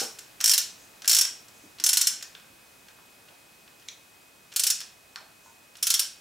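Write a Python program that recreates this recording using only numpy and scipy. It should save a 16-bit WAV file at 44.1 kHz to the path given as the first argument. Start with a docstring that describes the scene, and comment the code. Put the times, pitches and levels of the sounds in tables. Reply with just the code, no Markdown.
"""A towel-covered workbench in a small room, where a socket ratchet is swung five times, close by.
On each back-swing the pawl snaps over five to eight teeth, and each impact excites the resonances of
the steel. Between swings the loose socket ticks and the hands bump and rub the tool. The tool knocks
once on the bench at the start; under everything lie a soft hiss and a thin electronic whine."""
import sys
import numpy as np
from scipy import signal
from scipy.fft import rfft, irfft, next_fast_len
from scipy.io import wavfile
from scipy.ndimage import uniform_filter1d

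SR = 44100
rng = np.random.default_rng(int(sys.argv[2]) if len(sys.argv) > 2 else 0)


def put_to_file(sound):
    """Save the sound as 16-bit audio at rate SR, in the file named by the first command-line argument."""
    columns = np.atleast_2d(sound).T  # one column per channel
    safe = np.clip(columns, -1, 1)
    whole_steps = np.round(safe * 32767)
    wavfile.write(sys.argv[1], SR, whole_steps.astype(np.int16))


N = 273627
TIME = np.arange(N) / SR
CLICK_SIZE = 4096
BIN_HZ = np.fft.rfftfreq(CLICK_SIZE, 1 / SR)

# spectrum of the background noise: frequency_hz, relative_db
HISS_SPECTRUM = [(15, -58), (25, -16), (107, -5.5), (174, -4.5), (380, -4.5), (485, -5), (652, -4.5),
                 (1060, -6.5), (1500, -7), (1920, -8.5), (2440, -8.5), (2650, -10), (5950, -13),
                 (7380, -13.5), (15700, -17.5)]
# left-right likeness of that noise: frequency_hz, coherence
HISS_COHERENCE = [(50, 0.959), (150, 0.903), (500, 0.1194), (1500, 0.1338), (4000, 0.6746), (8000, 0.8914),
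                  (12000, 0.9882)]
# electronic tones: pitch_hz, level_db
WHINE_TONES = [(2521, -65.5), (7499, -77.5), (8651, -79.5)]
# reverberation time: frequency_hz, t60_s
ROOM_DECAY = [(200, 0.0009), (1300, 0.3856), (3500, 0.4167), (5450, 0.3264), (7200, 0.3464), (9000, 0.316),
              (15000, 0.2322)]
# spectrum of the reverberation: frequency_hz, gain_db
ROOM_SPECTRUM = [(200, -4.5), (1000, 3), (3200, -3.5), (6000, -2), (9000, -5.5), (15000, -10.5)]
# left-right likeness of the room: frequency_hz, coherence
ROOM_COHERENCE = [(200, 1), (900, 0.6), (2200, 0.96), (4500, 0.84), (8000, 0.88), (13000, 1)]
# skin sliding as the grip shifts: start_s, level_db
HAND_RUBS = [(0.769, -59), (1.53, -60.5), (5.42, -62)]
# dull blows of hands and tool: start_s, level_db, pitch_hz, decay_s
HAND_BUMPS = [(.014, -39, 462.6, 0.01138), (.016, -42, 828.4, 0.01432), (.027, -47, 190.1, 0.01251),
              (1.635, -56, 270.4, 0.03518), (1.80, -58.5, 295.3, 0.01823), (2.50, -66.5, 100.1, 0.03216),
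              (2.985, -56, 999.4, 0.008105), (3.278, -63, 659.4, 0.0612), (5.158, -42.5, 1355, 0.010924),
              (5.206, -55, 691.4, 0.02838)]
# the bench under the tool: pitch_hz, relative_db, t60_s
BENCH_MODES = [(246.67, -14.5, 0.2013), (336.14, -18, 0.3043), (442.4, -10.5, 0.3774),
               (484.33, -3.5, 0.1137), (767.82, -8.5, 0.1184), (935, -21.5, 0.1733), (1458.7, -7.5, 0.0757)]
# the handle nudged by the palm: pitch_hz, relative_db, t60_s
HANDLE_MODES = [(915.92, 2, 0.1089), (1031.9, -4.5, 0.1199), (1470, -7, 0.142)]
# the loose socket: pitch_hz, nominal_width_hz, relative_db
SOCKET_MODES = [(2360, 415.4, -2.5), (3400, 536, -0.5), (3868.8, 510.7, 1.5), (6013, 867, -1.5),
                (6795, 811, -2.5), (10010, 2540, -19)]
# broad spectrum of steel on steel: frequency_hz, relative_db
STEEL_SPECTRUM = [(100, -47), (300, -49), (600, -20.5), (1000, -20.5), (1500, -12), (2200, -11), (3000, -6),
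                  (4600, -3), (6000, 0.5), (8200, -0.5), (10000, -3.5), (13000, -6), (15000, -9),
                  (15750, -17)]
# resonances of the wrench: pitch_hz, half_width_hz, lift_db
WRENCH_MODES = [(1509.7, 101.34, 3.5), (3055.6, 372.6, 2), (4295.5, 47.83, 3.5), (5462.9, 134.4, 9.5),
                (5955.8, 82.6, 2.5), (6940.2, 100, -1.5), (7214.7, 243.5, 3), (7789.2, 120, 2),
                (9640.3, 205.5, 4.5), (10738, 160.4, 6), (13010, 306.5, 5), (14700, 264.3, 5)]
# colour of a tick on bare steel: frequency_hz, relative_db
BARE_COLOUR = [(1500, 4.5), (3300, 0), (5600, 2.5), (11000, 1)]
# colour of a tick muffled by the hand: frequency_hz, relative_db
MUFFLED_COLOUR = [(700, 20), (1500, 24), (3300, 18.5), (5600, 10.5), (6800, 0.5), (11000, -11)]
# play taken up in the drive: start_s, level_db, extra_snap_db, dullness (0 bare, 1 muffled), pitch_hz
SLACK_TICKS = [(0.1873, -44, -0.5, 0.395, 7575), (0.1916, -41.5, 20, 0.0993, 6963),
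               (0.404, -34, -4.5, 0.4955, 5910), (0.4115, -28.5, 19.5, 0.2516, 5845),
               (1.0201, -43, 10, 0.5245, 5870), (1.0449, -40, -5, 0.601, 1601),
               (1.0555, -40, 5, 0.325, 1741), (1.251, -29, 0, 0.2083, 5673),
               (1.483, -52.5, -1, 0.2604, 7617), (1.7852, -47.5, -1.5, 0.734, 4472),
               (1.7992, -35.5, 2, 0.416, 5134), (2.21, -49.5, -3, 1, 2268), (2.2257, -36, 0, 0.3196, 6815),
               (2.35, -45, 6.5, 0.962, 3400), (2.398, -54.5, -2, 0.799, 1259), (2.884, -52, 7, 0.652, 1500),
               (3.285, -54.5, 3.5, 1, 2757), (3.677, -54.5, 2, 0.895, 2486),
               (3.7976, -58.5, 16, 0.404, 4827), (3.8218, -57.5, 6, 1, 3193), (3.8803, -55, 0, 0.282, 9490),
               (4.5183, -51.5, -2, 0.577, 3640), (4.5243, -47, 1.5, 0.592, 2656),
               (4.5381, -49, 14.5, 0, 6367), (4.8042, -38.5, 16, 0.2123, 9226),
               (4.813, -39.5, -0.5, 0.5185, 5299), (5.159, -38.5, 24.5, 0.7205, 4272),
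               (5.7538, -49.5, -9, 0.6667, 2556), (5.769, -50.5, 8.5, 0, 9930),
               (5.7841, -55, 0, 0.587, 3468), (5.826, -33.5, 9, 0.0345, 12970)]
# the pawl dropping off a tooth: start_s, level_db, extra_snap_db, head_ring_db, pitch_hz
PAWL_DROPS = [(0.4414, -17.5, 16, -0.5, 5594), (0.4588, -17.5, 13, 4.5, 8309), (0.4769, -19, 7, 4.5, 8322),
              (.4944, -16.5, 9.5, 3.5, 5104), (.514, -18, -1, 0.5, 5092), (.536, -18, 1.5, 0.5, 4243),
              (.5785, -18.5, -8, -3.5, 6204), (1.077, -17, 6.5, -1.5, 7332), (1.095, -18, 2, 4, 4467),
              (1.1134, -18.5, 6, -1, 7573), (1.1295, -19, -11.5, 0.5, 4282), (1.1481, -17, 12, -1, 6123),
              (1.1663, -18.5, 6, 3, 3470), (1.1858, -17.5, -3, -2.5, 5749), (1.2111, -18, 1.5, 3.5, 7645),
              (1.8388, -18, 11, 0, 6250), (1.8637, -18.5, 10, -2.5, 9723), (1.8904, -18, 7.5, 0, 10050),
              (1.9309, -18.5, -0.5, 0.5, 8033), (1.9713, -17, 7, -1.5, 4219), (2.0124, -18, -1, 1, 7484),
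              (2.07, -17.5, -1, 5, 7440), (4.5615, -21.5, 2, -6, 4298), (4.5953, -20.5, -0.5, -0.5, 8851),
              (4.6358, -20.5, -13, -0.5, 7077), (4.6674, -19.5, 6, 3.5, 14700),
              (4.7015, -19, -2.5, 4, 6747), (5.8277, -21.5, -9.5, 4, 10610),
              (5.8685, -21, -7.5, -5.5, 6313), (5.9025, -18.5, 6.5, 1, 4353), (5.94, -19, 2, 5, 3336),
              (5.9938, -19, 3.5, 4, 9305)]
HEAD_HZ = 5574.3  # ring of the ratchet head


def amp(db):
    """Amplitude grows tenfold every 20 dB."""
    return 10 ** (np.asarray(db) / 20)


def unit(x):
    """Normalisation to an rms of 1."""
    return x / np.sqrt(np.mean(x ** 2) + 1e-20)


def curve(points, hz):
    """Interpolation of (frequency_hz, value) points on a log-frequency axis."""
    knots_hz, values = np.transpose(points)
    return np.interp(np.log(hz + 1), np.log(knots_hz + 1), values)


def add(mix, start_s, sound):
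    """Superposition: a sound sums into the mix from start_s."""
    part = mix[round(start_s * SR):][:len(sound)]
    part += sound[:len(part)]


def resonance(hz, centre_hz, width_hz):
    """Lorentzian response of a damped resonator, with a peak of 1."""
    return 1 / (1 + (2 * (hz - centre_hz) / width_hz) ** 2)


def colour(x, gain_db):
    """Causality: a minimum-phase filter rings only after the blow."""
    log_gain = np.log(amp(np.concatenate([gain_db, gain_db[-2:0:-1]])))
    response = np.exp(np.conj(signal.hilbert(log_gain)))
    return irfft(rfft(x) * response[:len(gain_db)])


def whiten(blow, share):
    """Spectral whitening evens out a noise burst, since a blow itself has no pitch."""
    power = uniform_filter1d(abs(rfft(blow)) ** 2, size=41)
    return colour(blow, -share * 10 * np.log10(np.maximum(power / power.mean(), 1e-4)))


def stereo(a, b, coherence):
    """Partial coherence: two independent spectra mix as mid and side into left and right."""
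    mid, side = np.sqrt((1 + coherence) / 2) * a, np.sqrt((1 - coherence) / 2) * b
    return np.array([mid + side, mid - side])


def background(hiss_db=-56, early_lift_db=3.5, settle_s=4.298):
    """Broadband noise (room rumble, microphone hiss) settles under a weakly frequency-modulated whine."""
    size = next_fast_len(N, True)
    hz = np.fft.rfftfreq(size, 1 / SR)
    a, b = rfft(rng.standard_normal((2, size)))
    spectrum = stereo(a, b, curve(HISS_COHERENCE, hz)) * amp(curve(HISS_SPECTRUM, hz))
    hiss = unit(irfft(spectrum, size)[:, :N])
    waver = 0.000633 * unit(uniform_filter1d(rng.standard_normal(N), size=3000))
    clock_s = np.cumsum(1 + waver) / SR
    whine = sum(amp(db) * np.sqrt(2) * np.sin(2 * np.pi * f * clock_s) for f, db in WHINE_TONES)
    return amp(hiss_db + early_lift_db * np.maximum(1 - TIME / settle_s, 0)) * hiss + whine


def room_response(build_s=0.005684, size=20480):
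    """Dense reflections build up quickly, then absorption takes each band away at its own rate."""
    hz, t, noise = signal.stft(rng.standard_normal((2, size)), SR, nperseg=256)
    hz = hz[:, None]
    decay_per_s = np.log(1000) / curve(ROOM_DECAY, hz)
    bands = stereo(*noise, curve(ROOM_COHERENCE, hz))
    bands *= np.exp(-decay_per_s * t) * np.sqrt(2 * decay_per_s / SR) * amp(curve(ROOM_SPECTRUM, hz))
    onset = 1 - np.exp(-(np.arange(size) / SR / build_s) ** 2)
    return signal.istft(bands, SR, nperseg=256)[1][:, :size] * onset


def reverberation(x, patterns=3, switches_per_s=29):
    """Convolution with three steadily alternating room responses weakens fixed ringing pitches."""
    spectrum, size = 0, next_fast_len(N + SR, True)
    active = (TIME * switches_per_s).astype(int) % patterns
    for k in range(patterns):
        crossfade = np.sqrt(np.maximum(uniform_filter1d(1. 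* (active == k), size=400), 0))
        spectrum = spectrum + rfft(x * crossfade, size) * rfft(room_response(), size)
    return irfft(spectrum, size)[:, :N]


def near_echoes(x, gain_db=-13.5, decay_s=0.00133, size=1024):
    """Early reflections from hands and bench, opposite in polarity left and right, widen the sound."""
    t = np.arange(size) / SR
    taps = rng.standard_normal(size) * np.exp(-t / decay_s) * (t > .001)
    taps = signal.lfilter(*signal.butter(2, 7500, fs=SR), taps / np.linalg.norm(taps))
    return amp(gain_db) * signal.oaconvolve(x, taps)[:N] * np.array([[1], [-1]])


def steel_response():
    """Frequency response of the struck wrench in dB: resonances stand on a broad spectrum."""
    peaks_db = sum(db * resonance(BIN_HZ, hz, 2 * half_width) for hz, half_width, db in WRENCH_MODES)
    return curve(STEEL_SPECTRUM, BIN_HZ) + peaks_db


def dying_rattle(level_db=-26, decay_s=0.049843, size=16384):
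    """Free decay: at the start, steel and room still ring from an earlier swing."""
    out, hz = np.zeros((2, N)), np.fft.rfftfreq(size, 1 / SR)
    tone_db = np.interp(hz, BIN_HZ, steel_response())
    tone_db += curve([(1500, 7.5), (3200, 2), (5600, 3), (8000, -1.5), (14000, -6)], hz)
    a, b = rfft(rng.standard_normal((2, size)))
    noise = unit(irfft(stereo(a, b, curve(ROOM_COHERENCE, hz)) * amp(tone_db)))
    out[:, :size] = amp(level_db) * noise * np.exp(-np.arange(size) / SR / decay_s)
    return out


def puff(level_db, pitch_hz, rise_s, decay_s, size=16384):
    """Heavy damping gives a broad resonance, heard as a puff of noise."""
    t, hz = np.arange(size) / SR, np.fft.rfftfreq(size, 1 / SR)
    envelope = (1 - np.exp(-t / rise_s)) * np.exp(-t / decay_s)
    response = resonance(hz, pitch_hz, 60 + .5 * pitch_hz) * np.minimum(hz / pitch_hz, 1)
    noise = irfft(rfft(rng.standard_normal(size)) * response)
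    return amp(level_db) * unit(noise) * envelope / envelope.max()


def rubs():
    """Sliding friction of skin on steel makes a faint hiss."""
    out = np.zeros(N)
    for start_s, level_db in HAND_RUBS:
        add(out, start_s, puff(level_db, pitch_hz=6555, rise_s=0.05365, decay_s=0.05815))
    return out


def bumps():
    """Soft, damped impacts: the longer ones also start more gently."""
    out = np.zeros(N)
    for start_s, level_db, pitch_hz, decay_s in HAND_BUMPS:
        add(out, start_s, puff(level_db, pitch_hz, 0.1476 * decay_s, decay_s))
    return out


def knock(modes, start_s, gain_db, rise_s=0.000603):
    """Modal vibration: a struck body sounds as a sum of exponentially decaying sinusoids."""
    t, out = np.arange(SR // 2) / SR, np.zeros(N)
    ring = sum(amp(db - 60 * t / t60) * np.sin(2 * np.pi * (hz * t + rng.random()))
               for hz, db, t60 in modes)
    add(out, start_s, amp(gain_db) * ring * (1 - np.exp(-t / rise_s)))
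    return out


def socket(start_s=3.8854, level_db=-37.5, decay_s=0.003324):
    """Impulse excitation: the socket drops into its seat and its resonances give one clink."""
    out, t = np.zeros(N), np.arange(CLICK_SIZE) / SR
    power = sum(amp(db) ** 2 * resonance(BIN_HZ, hz, 1.471 * width) ** 2
                for hz, width, db in SOCKET_MODES)
    blow = whiten(rng.standard_normal(CLICK_SIZE) * np.exp(-t / decay_s), share=0.7996)
    clink = colour(blow, 10 * np.log10(power + 1e-5))
    add(out, start_s, amp(level_db) * clink / np.std(clink[:CLICK_SIZE // 8]))
    return out


def click(level_db, tone_db, grain, extra_snap_db, snap_s, chatter_s, linger_db, linger_s, alike, flat):
    """Source and filter: a sharp snap and some milliseconds of chatter ring the wrench."""
    t = np.arange(CLICK_SIZE) / SR
    snap = amp(extra_snap_db - 5) * np.exp(-(t / snap_s) ** 2)
    chatter = np.exp(-(t / chatter_s) ** 2) + amp(linger_db) * np.exp(-t / linger_s)
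    # successive blows strike nearly the same spot, so they share a grain of noise
    noise = np.sqrt(alike) * grain + np.sqrt(1 - alike) * rng.standard_normal(CLICK_SIZE)
    force = noise * np.hypot(snap, chatter) * (1 - np.exp(-t / .0001))
    sound = colour(whiten(force, flat), tone_db)
    attack = sound[:round(.012 * SR)]
    return amp(level_db) * sound / np.sqrt(np.mean(attack ** 2))


def slack(contact_lift_db=6, head_damping_db=-12):
    """Backlash: play in the drive closes with light ticks; the hand muffles some and damps the head."""
    out, steel_db, grain = np.zeros(N), steel_response(), rng.standard_normal(CLICK_SIZE)
    for start_s, level_db, extra_snap_db, dullness, pitch_hz in SLACK_TICKS:
        tone_db = steel_db + (1 - dullness) * curve(BARE_COLOUR, BIN_HZ)
        tone_db += dullness * curve(MUFFLED_COLOUR, BIN_HZ)
        tone_db += dullness * head_damping_db * resonance(BIN_HZ, HEAD_HZ, width_hz=800)
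        tone_db += contact_lift_db * resonance(BIN_HZ, pitch_hz, width_hz=600)
        tick = click(level_db, tone_db, grain, extra_snap_db, snap_s=0.000979, chatter_s=0.005343,
                     linger_db=-8, linger_s=0.01474, alike=0.1042, flat=0.5855)
        add(out, start_s, tick)
    return out


def pawl(contact_lift_db=8.5, swing_gap_s=.2):
    """Impact excitation: the pawl drops off each tooth, and each contact picks out its own pitch."""
    out, previous_s = np.zeros(N), -1
    # the hard pawl is a little brighter
    steel_db = steel_response() + curve([(2000, 0), (3200, 0.816), (5800, 1.446), (13000, 1.328)], BIN_HZ)
    for start_s, level_db, extra_snap_db, head_ring_db, pitch_hz in PAWL_DROPS:
        if start_s - previous_s > swing_gap_s:  # each swing holds the wrench differently
            grain = rng.standard_normal(CLICK_SIZE)
        # a tooth that snaps cleanly has less middle and treble
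        middle_db, treble_db = 1.4192 - 0.2557 * extra_snap_db, 0.7287 - 0.1389 * extra_snap_db
        tone_db = steel_db + curve([(1500, 0), (3300, middle_db), (6800, 0), (11000, treble_db)], BIN_HZ)
        tone_db += head_ring_db * resonance(BIN_HZ, HEAD_HZ, width_hz=560)
        tone_db += contact_lift_db * resonance(BIN_HZ, pitch_hz, width_hz=303.1)
        tooth = click(level_db, tone_db, grain, extra_snap_db, snap_s=0.002052, chatter_s=0.011987,
                      linger_db=-7.5, linger_s=0.01117, alike=0.2625, flat=0.2392)
        add(out, start_s, tooth)
        previous_s = start_s
    return out


def scene():
    """Superposition of the tool's direct sound, its reflections and the background."""
    tool = pawl() + slack() + socket() + bumps() + rubs()
    tool += knock(BENCH_MODES, start_s=.016, gain_db=-32)
    tool += knock(HANDLE_MODES, start_s=5.46, gain_db=-53)
    heard = tool + dying_rattle() + near_echoes(tool) + reverberation(tool)
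    return heard * amp([[-.2], [.2]]) + background()  # the tool is slightly to the right


def record(dry, cutoff_hz=15900):
    """Band limiting: a linear-phase low-pass filter removes the highest treble."""
    low_pass = signal.firwin(401, cutoff_hz, window=("kaiser", 8), fs=SR)
    return signal.oaconvolve(dry, low_pass[None], "same")


dry = scene()
out = record(dry)
put_to_file(out)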